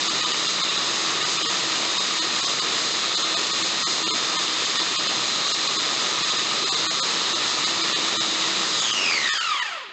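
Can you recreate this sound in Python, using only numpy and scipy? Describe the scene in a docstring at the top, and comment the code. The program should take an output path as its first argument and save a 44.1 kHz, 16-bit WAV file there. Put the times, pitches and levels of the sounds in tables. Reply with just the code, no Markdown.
"""Food processor, running and coasting down

A small food processor chops vegetables on a kitchen counter, heard by one microphone.
A 12-tooth motor pinion drives a 29-tooth gear: a throbbing noise roar, tooth tones, shaft hum,
tooth blows and chopping bursts pass through the resonances of one plastic housing.
Switched off near the end, it coasts down with a falling, rattling whine.
Now and then the sound thins to a few steady tones for an instant."""
import sys
import numpy as np
from scipy import signal
from scipy.fft import rfft, irfft, next_fast_len
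from scipy.io import wavfile
from scipy.ndimage import uniform_filter1d, map_coordinates

SR = 44100
rng = np.random.default_rng(int(sys.argv[2]) if len(sys.argv) > 2 else 0)


def voltage_ratio(level):
    """Linear amplitude factor for a level in decibels (scalar or array-like)."""
    return 10 ** (np.asarray(level, float) / 20)


def wrap_up_sound(samples):
    """Save the sound to the file named by the first command line argument, as 16-bit audio."""
    columns = np.atleast_2d(samples).T
    # keep every value between -1 and 1, then stretch to whole-number steps
    tamed = np.clip(columns, -1, 1)
    steps = np.round(tamed * 32767).astype(np.int16)
    wavfile.write(sys.argv[1], SR, steps)


N = 437472
T = np.arange(N) / SR  # seconds
TEETH = 29  # on the driven gear
OFF_S, UNLOAD_S = 8.72, 0.064  # switch-off time; how long the teeth take to lose their load


def walk(rate):
    """Smoothed random process: levels held 1 / rate s and slewed twice, spread near 1."""
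    hold = int(SR / rate)
    steps = np.repeat(rng.standard_normal(N // hold + 1), hold)
    return 1.3 * uniform_filter1d(uniform_filter1d(steps, hold), hold)[:N]


def per_turn(turn, rate):
    """Random process locked to rotation: `rate` new values a gear turn, so it slows with the gear."""
    place = turn * rate / (2 * np.pi)
    return map_coordinates(rng.standard_normal(N // 8), [place], order=3)


def curves(rows):
    """Linear interpolation of every column of a table against its first, time."""
    s, *columns = np.transpose(rows)
    return [np.interp(T, s, column) for column in columns]


def shape(x, gain):
    """Linear filtering in the frequency domain by a gain that is a function of frequency."""
    size = next_fast_len(N)
    hz = np.arange(size // 2 + 1) * SR / size + 1  # 1 Hz up, so a logarithm is safe
    return irfft(rfft(x, size) * gain(hz), size)[:N]


def resonance_db(hz, rows):
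    """Resonance curves: each row adds a bell in dB about its own frequency."""
    return sum(db / (1 + (2 * (hz - f) / width) ** 2) for f, width, db in rows)


# Gear speed under power, creeping up as the food gets finer: time_s, speed_turns_per_s
POWERED_SPEED = [(0.0, 134.0), (0.7, 133.45), (1.2, 133.45), (1.55, 133.8), (2.03, 133.6), (2.4, 133.9),
                 (3.7, 134.4), (4.1, 134.15), (5.2, 134.0), (6.38, 134.85), (7.1, 134.7), (7.6, 135.3),
                 (8.3, 135.05), (8.72, 135.1)]


def gear_speed():
    """Rotational dynamics: the motor holds the speed, then air drag and dry friction brake it."""
    drag_s = 1.4  # time constant of the air drag
    friction_turns_s = 80  # speed at which the drag would brake as hard as the friction
    powered, = curves(POWERED_SPEED)
    decay = np.exp(-np.maximum(T - OFF_S, 0) / drag_s)
    return (powered + friction_turns_s) * decay - friction_turns_s


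# Bass and treble of the roar against its middle: time_s, bass_db, treble_db
ROAR_BALANCE = [(0, 2.3, 1), (9.0, 2.3, .5), (9.15, 1, -2), (9.28, 0, -2), (9.33, -8, -2), (9.55, -11, -6),
                (9.7, -14, -10), (9.82, -13, -17), (9.92, -7, -22)]


def roar(turn):
    """Amplitude-modulated noise of fan, brushes and churning food; its bass and treble die first."""
    throb, throb_twice, bass_throb = 0.09, 0.08, 0.3  # modulation depths
    low_hz, high_hz, flicker_db = 850, 3900, 0.7
    bass_db, treble_db = curves(ROAR_BALANCE)
    gate = 1 + throb * np.cos(turn) + throb_twice * np.cos(2 * turn)
    noise = rng.standard_normal(N) * gate
    low = shape(noise, lambda hz: 1 / (1 + (hz / low_hz) ** 4))
    high = shape(noise, lambda hz: 1 - 1 / (1 + (hz / high_hz) ** 8))
    middle = noise - low - high
    bass = low * (1 + bass_throb * np.cos(turn))
    parts = ((bass, bass_db), (middle, 0), (high, treble_db))
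    return sum(part * voltage_ratio(db + flicker_db * walk(18)) for part, db in parts)


# Tones of the loaded gear pair, before the housing; multiple 2.417 is the motor shaft:
# multiple_of_gear_turn, level_db
LOADED_TONES = [(1.417, -27.5), (2.417, -23), (3.417, -33), (4.833, -36), (7.25, -33), (24.417, -31),
                (25, -32), (26, -23), (27, -21), (27.417, -30), (28, -18.5), (29, -20), (30, -19.5),
                (30.417, -31), (31, -20), (31.417, -30), (32, -28), (32.417, -32)]
# How strongly the shaft hums, swelling early, weaker in the middle, strongest before switch-off:
# time_s, gain_db
SHAFT_HUM = [(0, -1), (1, 2), (3, -2), (4.5, -2), (6, -2.5), (7.4, -2.5), (7.8, 2), (8.7, 3)]


def loaded_tones(turn, on):
    """Gear-mesh modulation: uneven teeth spread the whine into side tones one gear turn apart."""
    waver_db, fade_db, hum_waver_db = 1.8, 3, 1.8
    slip_rad = 0.35
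    hum_db, = curves(SHAFT_HUM)
    tones = np.zeros(N)
    for multiple, db in LOADED_TONES:
        if multiple > 20:  # the tooth tones come and go
            change_db = waver_db * walk(6) + fade_db * walk(1.4)
        else:
            change_db = hum_waver_db * walk(8) + hum_db
        phase = multiple * turn + slip_rad * walk(12) + 2 * np.pi * rng.random()
        tones += voltage_ratio(db + change_db) * np.cos(phase)
    return np.sqrt(2) * on * tones


# Fundamental of the unloaded whine against the roar, before the housing: time_s, level_db
WHINE_LEVEL = [(8.7, -40), (8.74, -10.5), (9.0, -11.5), (9.12, -6.5), (9.25, -7.5), (9.42, -9),
               (9.54, -10.5), (9.62, -17), (9.7, -19), (9.8, -24), (9.92, -26)]
# Its harmonics, each strongest at one gear speed:
# best_level_db, best_speed_turns_per_s, loss_db_per_octave_of_speed
WHINE_OVERTONES = [(-10.5, 60, .5), (-10, 36, 9), (-17, 26, 8)]


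def whine_levels(speed, on):
    """Speed-dependent excitation: load holds the harmonics down, and slow teeth strike softly."""
    loaded_db, slow_turns_s, slow_db = -30, 36, 6  # slow_db is lost per octave below slow_turns_s
    soft_db = slow_db * np.minimum(np.log2(speed / slow_turns_s), 0)
    levels = curves(WHINE_LEVEL)
    for db, best, loss in WHINE_OVERTONES:
        levels.append(db - loss * abs(np.log2(speed / best)) + loaded_db * on + soft_db)
    return levels


def free_whine(turn, levels_db):
    """Backlash rattle: without load the pitch lurches, and partials break up and beat once a turn."""
    throb = 0.45
    phase = TEETH * turn + 2.5 * per_turn(turn, .25)
    whine = np.zeros(N)
    for k, db in enumerate(levels_db):
        level = voltage_ratio(db + 2.2 * per_turn(turn, 3) + 1.2 * walk(40))
        beat = 1 + throb * np.cos(turn + k + per_turn(turn, .4))
        jitter = .95 * per_turn(turn, 5) + .9 * per_turn(turn, 1.6) + .7 * walk(120)
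        whine += level * beat * np.cos((k + 1) * phase + (k + 1) ** .35 * jitter)
    return np.sqrt(2) * whine


def chatter(turn, speed):
    """Narrow-band noise of irregular tooth blows round the tooth rate, surging as food catches."""
    level_db, surge_db = -13.5, 1
    spread = 7  # random values a gear turn
    blows = per_turn(turn, spread) * np.cos(TEETH * turn)
    blows += per_turn(turn, spread) * np.sin(TEETH * turn)
    return voltage_ratio(level_db + surge_db * walk(4.1)) * blows * (speed / speed[0]) ** .5


def chopping(on):
    """Random impacts: food knocks blade and bowl in short noise bursts of uneven size."""
    level_db, spread_db = -10, 4
    decay_ms, hits_per_s = 1.5, 250
    hits = (rng.random(N) < hits_per_s / SR) * voltage_ratio(spread_db * rng.standard_normal(N))
    envelope = signal.lfilter([1], [1, -np.exp(-1000 / (decay_ms * SR))], hits)
    bursts = envelope * rng.standard_normal(N)
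    return voltage_ratio(level_db) * on * bursts / np.std(bursts)


# Broad colour of the housing, relative: frequency_hz, gain_db
HOUSING_COLOUR = [(24, -61), (45, -53.5), (127, -11.5), (284, -8), (324, -5.5), (430, -7), (809, -7.5),
                  (1280, -2.5), (1520, -6.5), (2990, -2.5), (3890, -2.5), (5630, -6.5), (6560, -4),
                  (7310, -4), (9500, -16.5), (16100, -120)]
# Housing resonances: frequency_hz, width_hz, gain_db
HOUSING_RINGS = [(392, 55, 2), (1005, 42, 3.5), (1135, 85, 4), (1241, 54, 5.5), (1330, 15, 5.5),
                 (1843, 180, 4), (2700, 280, 2.5), (4683, 210, 4), (4970, 490, 4.5), (6500, 600, 1),
                 (7650, 40, -0.5)]
# Narrow dips, perhaps reflections from counter and cupboards: frequency_hz, width_hz, gain_db
NARROW_DIPS = [(2690, 50, -8), (4400, 50, -5), (4735, 40, -6), (4790, 30, -5), (5210, 40, -8),
               (5580, 30, -8), (5700, 40, -8), (5860, 40, -6), (6020, 40, -4), (6260, 60, -7),
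               (6860, 30, -9), (7012, 30, -10), (7075, 30, -6), (7138, 30, -11), (7265, 30, -6)]


def housing(hz):
    """Transfer function of the housing: broad colour, resonances and dips add in dB."""
    colour_hz, colour_db = np.transpose(HOUSING_COLOUR)
    db = np.interp(np.log(hz), np.log(colour_hz), colour_db)
    return voltage_ratio(db + resonance_db(hz, HOUSING_RINGS + NARROW_DIPS))


# Bowl modes that ring on after the whine has swept past them: frequency_hz, width_hz, gain_db
BOWL_MODES = [(1210, 9, 7), (1900, 16, 3), (2880, 9, 8)]


def ringing(hz):
    """Modal excitation: loose teeth drive the housing resonances harder and set the bowl ringing."""
    share = 0.4  # part of each housing resonance's gain added again
    boosts = [(f, width, max(db, 0)) for f, width, db in HOUSING_RINGS]
    rings = voltage_ratio(share * resonance_db(hz, boosts) - 1)
    return rings + sum(voltage_ratio(db) / (1 + 2j * (hz - f) / width) for f, width, db in BOWL_MODES)


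# Level of the whole machine, rms over a third of a second: time_s, level_db
MACHINE_LEVEL = [(0, -23.5), (3.3, -23.5), (5, -23.5), (8.7, -23), (9.05, -22), (9.15, -21.5), (9.3, -22.5),
                 (9.58, -25), (9.7, -27.5), (9.8, -33), (9.92, -40.5)]


def scene():
    """Superposition: every source shakes the one housing; the sum is set to the machine's level."""
    speed = gear_speed()
    turn = 2 * np.pi * np.cumsum(speed) / SR  # gear angle in radians
    on = np.clip((OFF_S + UNLOAD_S - T) / UNLOAD_S, 0, 1)  # load on the teeth
    drive = roar(turn) + loaded_tones(turn, on)
    drive += shape(free_whine(turn, whine_levels(speed, on)), ringing)
    drive += chatter(turn, speed) + chopping(on)
    body = shape(drive, housing)
    level_db, = curves(MACHINE_LEVEL)
    body = body * voltage_ratio(level_db) / np.sqrt(uniform_filter1d(body ** 2, SR // 3))
    return np.array([body, body])


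# Instants when the sound thins to steady tones; length runs between mid-fades, before trims:
# middle_s, length_ms, remaining_db
THINNED = [(0.091, 24, -20.5), (0.22, 21, -17.5), (0.255, 24, -13), (0.327, 25, -18.5), (0.477, 22, -12.5),
           (0.626, 28, -11.5), (0.7, 21, -6), (0.772, 19, -19.5), (1.216, 21, -3.5), (1.245, 18, -14.5),
           (1.383, 27, -5.5), (1.439, 30, -16), (1.478, 36, -15), (1.991, 24, -20.5), (2.206, 34, -14),
           (2.419, 27, -20), (2.46, 27, -9.5), (2.608, 28, -14.5), (3.164, 28, -19), (3.238, 23, -8.5),
           (3.357, 31, -14.5), (3.523, 27, -16.5), (3.633, 23, -24), (3.85, 45, -29.5), (4.05, 42, -13.5),
           (4.097, 24, -17.5), (4.125, 39, -17), (4.378, 32, -16.5), (4.658, 19, -12), (4.785, 24, -15),
           (4.819, 15, -12), (4.976, 38, -18), (5.084, 21, -18), (5.461, 20, -7.5), (5.488, 14, -22),
           (5.533, 32, -19), (5.682, 23, -18), (5.78, 29, -14), (6.237, 28, -8.5), (6.313, 27, -6),
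           (6.375, 24, -10), (6.654, 26, -12), (6.708, 38, -17), (6.757, 25, -10), (6.886, 43, -28.5),
           (7.014, 39, -30), (7.344, 24, -12), (7.656, 27, -10), (7.827, 27, -10), (7.943, 37, -11.5),
           (8.189, 47, -42), (8.809, 22, -11.5), (8.923, 28, -18.5), (9.314, 50, -24.5), (9.393, 28, -22),
           (9.61, 28, -19.5)]


def thin(x):
    """Spectral peak picking: strong partials go on as steady tones while each band dips in its own time."""
    tones_per_ms, apart_hz, gain_db = 0.3, 70, -1
    fade_ms, ragged_ms = 7, 8  # ragged_ms: most that a band starts late or ends early
    edges_hz = np.linspace(200, 6250, 7)  # deep bass and top stay whole
    size = 8192  # of the transform
    bands = [shape(x, lambda hz: 1. * (hz > lo) * (hz <= hi)) for lo, hi in zip(edges_hz, edges_hz[1:])]
    body = sum(bands)
    whole, tones = np.ones((len(bands), N)), np.zeros(N)
    trims_ms = ragged_ms * rng.random((len(THINNED), 2, len(bands), 1))
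    for (s, ms, left_db), (late, early) in zip(THINNED, trims_ms):
        half = int((ms + fade_ms) * SR / 2000)
        span = np.arange(-half, min(half, N - int(s * SR)))
        at = int(s * SR) + span
        # the strongest spectral peaks, held as steady sinusoids
        lines = rfft(body[at] * np.hanning(len(at)), size)
        peaks = signal.find_peaks(abs(lines), distance=apart_hz * size / SR)[0]
        peaks = peaks[np.argsort(abs(lines[peaks]))[-int(4 + tones_per_ms * ms):]]
        steady = np.real(lines[peaks] @ np.exp(2j * np.pi * np.outer(peaks, span + half) / size))
        # crossfade, band by band
        inside_ms = np.minimum((half + span) * 1000 / SR - late, (half - span) * 1000 / SR - early)
        share = np.clip(inside_ms / fade_ms, 0, 1)
        whole[:, at] *= np.maximum(np.cos(share * np.pi / 2), voltage_ratio(left_db))
        # the tones make up for most of the power taken away
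        lost = np.sqrt(1 - voltage_ratio(2 * min(left_db, -1)))
        level = voltage_ratio(gain_db) * lost * np.std(body[at]) / np.std(steady)
        tones[at] += np.sin(share.mean(axis=0) * np.pi / 2) * steady * level
    return x - body + np.sum(whole * bands, axis=0) + tones


def top_cut(x):
    """Nothing passes above the cut-off."""
    return signal.sosfilt(signal.butter(12, 7460, fs=SR, output="sos"), x)


def record(dry):
    """High-pass filtering at 50 Hz: one channel without deep bass, copied to both sides."""
    high_pass = signal.butter(2, 50, "high", fs=SR, output="sos")
    mono = signal.sosfilt(high_pass, thin(dry[0]))
    return top_cut(np.array([mono, mono]))


dry = scene()
out = record(dry)
wrap_up_sound(out)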